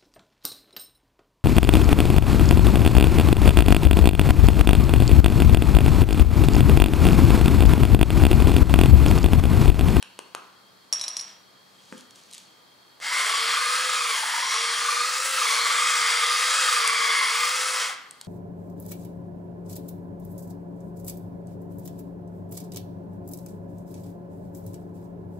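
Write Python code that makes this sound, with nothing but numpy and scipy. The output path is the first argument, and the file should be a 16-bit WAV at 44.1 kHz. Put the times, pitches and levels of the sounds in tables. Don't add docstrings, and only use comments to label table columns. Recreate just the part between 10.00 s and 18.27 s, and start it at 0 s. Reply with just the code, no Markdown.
import sys
import numpy as np
from scipy import signal
from scipy.fft import rfft, irfft, next_fast_len
from scipy.io import wavfile

SR = 44100
rng = np.random.default_rng(int(sys.argv[2]) if len(sys.argv) > 2 else 0)


def inscribe(sig):
    pcm = np.round(np.clip(np.atleast_2d(sig).T, -1, 1) * 32767)
    wavfile.write(sys.argv[1], SR, pcm.astype(np.int16))


N = 364707
TIME = np.arange(N) / SR
SIZE = next_fast_len(N + SR)
HZ = np.maximum(np.arange(SIZE // 2 + 1) * SR / SIZE, 1)


def amp(db):
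    return 10 ** (np.asarray(db) / 20)


def rms_one(x):
    return x / np.sqrt(np.mean(x ** 2) + 1e-20)


def in_time(rows):
    s, *columns = np.transpose(rows)
    return [np.interp(TIME, s, c) for c in columns]


def at_hz(points, hz=HZ):
    table = np.array(points)
    return np.interp(np.log(hz), np.log(np.maximum(table[:, 0], 1)), table[:, 1])


def shape(x, gain):
    return irfft(rfft(x, SIZE) * gain, SIZE)[..., :N]


def band(x, low_hz, high_hz, order=2):
    return signal.sosfilt(signal.butter(order, [low_hz, high_hz], "band", fs=SR, output="sos"), x)


def stereo(mid, side, alike):
    return np.sqrt(1 + alike) * mid + np.sqrt(1 - alike) * side * [[1], [-1]]


def drift(rate):
    r = np.exp(-16 * np.pi * rate / SR)
    noise = rng.standard_normal(N // 8 + 4002)
    slow = signal.lfilter([1], [1, -2 * r, r * r], noise)[4000:]
    return np.interp(np.arange(N) / 8, np.arange(len(slow)), rms_one(slow))


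def rough_tone(phase, rate):
    return drift(rate) * np.sin(phase) + drift(rate) * np.cos(phase)


def ring(impulses, hz, t60):
    r, w = amp(-60 / (t60 * SR)), 2 * np.pi * hz / SR
    return signal.lfilter([0, np.sin(w)], [1, -2 * r * np.cos(w), r * r], impulses + 1e-18)


def strike(times, db, modes, spread_db):
    at, out = np.round(np.asarray(times) * SR).astype(int), 0
    luck = rng.normal(0, spread_db, (len(at), len(modes)))
    for k, (hz, mode_db, t60) in enumerate(modes):
        impulses = np.zeros(N)
        impulses[at] = amp(db + mode_db + luck[:, k])
        out = out + ring(impulses, hz, t60)
    return out


def grains(per_s, uneven_db):
    sizes = amp(uneven_db * np.minimum(rng.exponential(1, N), 5)) * rng.choice([-1, 1], N)
    return rms_one(sizes * (rng.random(N) < per_s / SR))


def knocks(rows):
    top, low, t = np.zeros(N + 600), np.zeros(N + 600), np.arange(600) / SR
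    spit = rng.standard_normal((len(rows), 2, len(t)))
    for (s, db, hz, knock_db), noise in zip(rows, spit):
        at = slice(round(s * SR), round(s * SR) + len(t))
        cycles = .5 * np.sin(2 * np.pi * hz * t) * np.exp(-t / 0.0008)
        top[at] += amp(db) * (cycles + 0.66 * noise[0] * np.exp(-t / 0.0017))
        body = np.sin(2 * np.pi * 1000 * t) + 0.37 * np.sin(2 * np.pi * 520 * t) + 3.9 * noise[1]
        low[at] += amp(knock_db) * body * np.exp(-t / 0.0011)
    return band(top[:N], 2700, 10500, order=4) + band(low[:N], 380, 2200)


def floor_noise():
    # frequency in Hz, relative density in dB per Hz.
    floor = [(18, -48), (30, -39), (117, -7.5), (174, -7.5), (221, -7), (582, -7.5), (630, -7.5), (718, -7),
             (1180, -6.5), (1280, -8.5), (1950, -11.5), (2960, -17.5), (4390, -9), (5710, -19),
             (15900, -26.5)]
    # frequency in Hz, left-right likeness (1 is the same).
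    likeness = [(60, 0.99), (1000, 0.077), (5000, 0.29), (15000, 0.13)]
    mid, side = rfft(rng.standard_normal((2, N)), SIZE) * amp(at_hz(floor))
    noise = irfft(stereo(mid, side, at_hz(likeness)), SIZE)[:, :N]
    return rms_one(noise) * amp(-56)


def far_tones():
    # frequency in Hz, width in Hz, level in dB.
    whistles = [(3243, 140, -66), (4380, 82, -69.5), (1214, 6.2, -74)]
    out = 0
    for hz, width, db in whistles:
        tone = shape(rng.standard_normal(N), 1 / (1 + (2 * (HZ - hz) / width) ** 2))
        out = out + amp(db + 2.2 * drift(9)) * rms_one(tone)
    return out


def low_hum():
    hum_hz, hum_db, swell_db_per_s, fade_db_per_s, stop_s = 191, -72.5, 0.5, 120, 2.5
    db = hum_db + swell_db_per_s * np.minimum(TIME, stop_s) - fade_db_per_s * np.maximum(TIME - stop_s, 0)
    wave = np.sin(2 * np.pi * hum_hz * TIME + 1.9 * drift(1.6))
    return np.sqrt(2) * amp(db + 2.0 * drift(3.9)) * wave


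def background():
    return floor_noise() + far_tones() + low_hum()


def room(x):
    # frequency in Hz, time to fall 60 dB in seconds.
    room_t60 = [(200, 0.46), (1000, 0.74), (4000, 0.58), (10000, 0.4)]
    # frequency in Hz, gain in dB.
    room_colour = [(200, 0.5), (600, -2), (1000, 1.5), (4000, -3), (10000, -6)]
    delay_s, likeness = 0.0057, 0.55
    t, tail = TIME[:SR * 3 // 4], 0
    for low in 125 * 2. ** np.arange(7):
        decay = amp(-60 * t / at_hz(room_t60, low * np.sqrt(2)))
        tail = tail + band(rng.standard_normal((2, len(t))), low, 2 * low) * decay
    tail = stereo(tail[0], tail[1], likeness) * np.clip((t - delay_s) / 0.002, 0, 1)
    tail = tail / np.sqrt(np.mean(np.sum(tail ** 2, axis=1)))
    return shape(x, amp(at_hz(room_colour)) * rfft(tail, SIZE))


def spatula_taps():
    # start in seconds, click level in dB, pitch in Hz, knock level in dB.
    taps = [(0.0264, -20.5, 3870, -27.5), (0.1903, -23.5, 2900, -25.5), (0.349, -16.5, 3650, -25.5)]
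    return knocks(taps)


def fork_on_plate():
    # start in seconds, then drive of plate, fork neck and tines in dB.
    clinks = [(0.9268, -11.5, -57, -57), (0.9347, -16, -52, -46), (0.9961, -29, -45, -31),
              (1.0128, -19, -33, -34), (1.0396, -23, -33, -34), (1.081, -18.5, -54, -28),
              (1.1678, -19, -58, -29.5), (1.1958, -26, -55, -28.5), (1.2107, -26, -48, -41)]
    # frequency in Hz, relative level in dB, time to fall 60 dB in seconds.
    plate = [(5566, 1, .05), (5624, -11, .2), (5657, -9.5, .42), (5782, -3, .04), (6891, -13, .02),
             (7849, -13, .02), (10470, -11, .07), (10700, -16, .04), (3564, -18, .04), (1098, -22, .1),
             (646, -25, .15), (1260, -28, .12)]
    neck = [(3946, 0, .09), (4002, -6, .06)]
    tines = [(4250, -3, .03), (5060, 0, .04)]
    s, plate_db, neck_db, tines_db = np.transpose(clinks)
    hits = strike(s, plate_db - 6, plate, spread_db=1.)
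    hits = hits + strike(s, neck_db, neck, spread_db=1.) + strike(s, tines_db, tines, spread_db=1.)
    latest = np.searchsorted(s, TIME)
    since = TIME - np.insert(s, 0, -1)[latest]
    crack_db = np.insert(plate_db, 0, -99)[latest] - 9.5
    crack = amp(crack_db) * np.exp(-since / 0.0099) * rng.standard_normal(N)
    drag_s, drag_end_s, start_db, sag_db, lift_db_per_s = .931, 1.313, -48, 8.5, 240
    drag_db = start_db - sag_db * (TIME - drag_s) / (drag_end_s - drag_s)
    drag_db = drag_db - lift_db_per_s * np.maximum(TIME - drag_end_s, 0)
    chatter = (TIME > drag_s) * amp(drag_db) * grains(per_s=1500, uneven_db=-2.5)
    sliding = sum(amp(db - 29) * ring(chatter, hz, t60) for hz, db, t60 in plate)
    ringing = band(hits + sliding, 680, 12000, order=3)
    return ringing + band(crack, 5000, 9900, order=4) + amp(9.5) * band(chatter, 620, 5300)


def thud():
    # frequency in Hz, relative level in dB, time to fall 60 dB in seconds.
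    counter = [(215, -8, .15), (250, -6, .24), (285, -5, .15), (340, -10, .12), (420, -11, .15),
               (510, -9, .15), (890, -16, .08), (1180, -19, .1)]
    return band(strike([1.924], -34.5, counter, spread_db=1.), 170, 2200, order=3)


def hand_brush():
    # peak in seconds, level in dB, rise over 20 dB in seconds, fall over 20 dB in seconds.
    brushes = [(1.99, -53, 0.36, 0.1), (2.158, -54, 0.024, 0.2), (2.35, -49.5, 0.075, 0.17)]
    stroke = 0
    for s, db, rise, fall in brushes:
        stroke = stroke + amp(db - 20 * np.maximum((s - TIME) / rise, (TIME - s) / fall))
    return stroke * rms_one(band(grains(per_s=6400, uneven_db=3.5), 2350, 7900))


def handling_knocks():
    # start in seconds, click level in dB, pitch in Hz, knock level in dB.
    handling = [(1.925, -40, 2520, -34), (3.001, -32, 3340, -44), (8.1097, -25, 8350, -53),
                (8.213, -23, 4230, -37), (8.2475, -34, 3690, -61)]
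    return knocks(handling)


def peppercorns():
    # start in seconds, click level in dB, pitch in Hz.
    corns = [(1.9794, -33, 3220), (2.0085, -35, 4090), (2.1083, -34, 5350), (2.152, -43, 8000),
             (2.159, -38, 3000), (2.2363, -40, 6300), (2.312, -33, 4090), (2.3277, -32, 4050),
             (2.334, -25.5, 8750), (2.3429, -29, 5470), (2.3483, -25.5, 7950), (2.3804, -29, 8140),
             (6.8762, -6.5, 8190)]
    return knocks([(s, db, hz, db - 38) for s, db, hz in corns])


def motor_whine(hz, turn):
    top_db, knee_hz, fade_db_per_hz = -47.5, 462.7, 0.35
    db = top_db - fade_db_per_hz * np.maximum(knee_hz - hz, 0)
    return np.sqrt(2) * amp(db + 1.9 * drift(31)) * np.sin(turn + 0.35 * drift(9.4))


def gear_mesh(turn, shell):
    # multiple of the mesh frequency, relative level in dB.
    mesh_orders = [(2, 2.5), (3, -3), (4, -6), (5, -26)]
    mesh_ratio, throb_ratio = 2.52, .0525
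    swing_db = 8 + 2.5 * drift(1.5)
    throb = rms_one(amp(swing_db * np.sin(throb_ratio * turn + .6 * drift(2))))
    overtones = sum(amp(db) * rough_tone(k * mesh_ratio * turn, 84.0) for k, db in mesh_orders)
    steady = .9 * np.sin(mesh_ratio * turn + drift(25))
    mesh = throb * rms_one(rough_tone(mesh_ratio * turn, 80.) + steady)
    return mesh + amp(-2) * rms_one(shape(overtones, 0.35 + shell))


def shell_rings():
    ring_hz = [2100, 3270, 4817]
    # time in seconds, then low, middle and high ring in dB.
    ring_levels = [(3.18, -32, -40.5, -38), (3.4, -48, -35, -36), (3.76, -45, -40, -43),
                   (4.47, -47, -40.5, -41), (4.77, -46, -36.5, -45), (5.15, -46, -62, -39),
                   (5.5, -36, -39.5, -48), (6.11, -32.5, -35.5, -38.5), (6.58, -41.5, -38.5, -33.5),
                   (7.15, -29.5, -37, -34.5), (7.8, -43.5, -42.5, -42)]
    # frequency in Hz, level in dB that a random swing moves.
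    high_rings = [(4250, -44.5), (5620, -45.5), (7100, -47), (9200, -47), (14300, -61)]
    out = 0
    for hz, db in zip(ring_hz, in_time(ring_levels)):
        out = out + amp(db) * rough_tone(2 * np.pi * hz * TIME, .057 * hz)
    for hz, db in high_rings:
        out = out + amp(db + 3.5 * drift(1.4)) * rough_tone(2 * np.pi * hz * TIME, .03 * hz)
    return out


def crushed_grit(grind_db, shell):
    # frequency in Hz, relative density in dB per Hz.
    grind = [(180, -69), (300, -45), (462, -13), (748, -14.5), (1210, 0), (1480, -1.5), (2060, -3),
             (2760, -5), (3300, -5.5), (4810, -6.5), (8890, -17.5), (10600, -20), (11800, -32),
             (14400, -26), (15900, -26)]
    # time in seconds, level in dB.
    fine = [(3.2, -34.5), (3.74, -32.5), (4.26, -35.5), (5.1, -33.5), (5.42, -30), (6.07, -31.5),
            (6.7, -30), (7.0, -33), (7.8, -32)]
    grit = rfft(grains(per_s=9000, uneven_db=2.5), SIZE) * amp(at_hz(grind)) * (1 + .7 * shell)
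    coarse_part, fine_part, together = 0, 0, drift(21)
    spacing = np.log(15000 / 350) / 17
    for centre in np.geomspace(350, 15000, 18):
        window = np.clip(1 - np.abs(np.log(HZ / centre)) / spacing, 0, 1)
        patch = irfft(grit * window, SIZE)[:N] * amp(.8 * together + 1.5 * drift(2.5))
        if centre > 6000:
            fine_part = fine_part + patch
        else:
            coarse_part = coarse_part + patch
    return amp(grind_db) * rms_one(coarse_part) + amp(in_time(fine)[0]) * rms_one(fine_part)


def mill():
    # time in seconds, whine in Hz at full spin, then at full spin
    # the gear mesh drive in dB and the coarse grinding level in dB.
    motor = [(3.2, 440, -36.5, -28.5), (3.45, 458.3, -33.5, -28), (3.7, 490.4, -32, -29.5),
             (3.85, 512.8, -36, -30.5), (4.0, 487, -30, -32), (4.14, 439.3, -34.5, -30.5),
             (4.23, 344.6, -42.5, -31), (4.42, 403.4, -36.5, -31.5), (4.58, 460.4, -37.5, -29.5),
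             (4.95, 475.4, -32, -30), (5.3, 533, -38, -29.5), (5.39, 514.2, -32.5, -27.5),
             (5.47, 445, -29, -27), (5.66, 463.7, -31.5, -27.5), (5.89, 497.6, -31, -29),
             (6.04, 467.7, -32.5, -27), (6.62, 510, -31.5, -28), (6.86, 452, -31, -28),
             (7.09, 457.5, -31.5, -27.5), (7.22, 432.5, -32.5, -28), (7.56, 511.6, -34.5, -30.5),
             (7.8, 510, -39.5, -27)]
    # frequency in Hz, width in Hz, relative level in dB.
    housing = [(2134, 196, -1), (3470, 94, -10.5), (4840, 150, -12), (5170, 57, -32.5), (7800, 650, -3),
               (9160, 2060, 8)]
    full_hz, mesh_db, grind_db = in_time(motor)
    on_s, spin_up_s, start_share = 3.0, .065, .45
    off_s, run_down_s, stall_share = 7.809, .14, 0.41
    stall_s = off_s + run_down_s
    spin = 1 - (1 - start_share) * np.exp(-np.maximum(TIME - on_s, 0) / spin_up_s)
    spin = spin * np.interp(TIME, [off_s, stall_s], [1, stall_share])
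    gate = np.interp(TIME, [on_s, on_s + .03, stall_s, stall_s + .008], [0, 1, 1, 0])
    gear, crush = amp(13.5 * np.log2(spin)), amp(12.5 * np.log2(spin))
    hz = full_hz * spin
    turn = 2 * np.pi * np.cumsum(hz) / SR
    shell = np.abs(sum(amp(db) / (1 + 2j * (HZ - f) / width) for f, width, db in housing))
    mesh = amp(mesh_db) * gear_mesh(turn, shell)
    burrs = shell_rings() + crushed_grit(grind_db, shell)
    return gate * (motor_whine(hz, turn) + gear * mesh + crush * burrs)


def scene():
    utensils = spatula_taps() + fork_on_plate()
    handled = thud() + hand_brush() + handling_knocks() + peppercorns()
    near = utensils + handled + mill()
    return near + amp(-6.5) * room(near) + background()


def record(dry):
    # frequency in Hz, lead of the left in radians.
    lead = [(0, 0), (340, 0.8), (1210, 0.9), (1890, 0.7), (5430, 0.0), (8350, -0.2), (10700, -0.45),
            (16200, -0.5)]
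    # frequency in Hz, left minus right in dB.
    lean = [(60, -1.5), (110, -1.0), (200, 0.5), (380, 0.5), (700, 1.0), (1290, 1.0), (2380, 1.0),
            (4400, 0.5), (8120, 0.0), (15000, 0.5)]
    ports = (amp(at_hz(lean)) * np.exp(1j * at_hz(lead))) ** np.array([[.5], [-.5]])
    steep_cut = signal.cheby2(24, 70, 16050, fs=SR, output="sos")
    return signal.sosfilt(steep_cut, shape(dry, ports))


dry = scene()
out = record(dry)
inscribe(out)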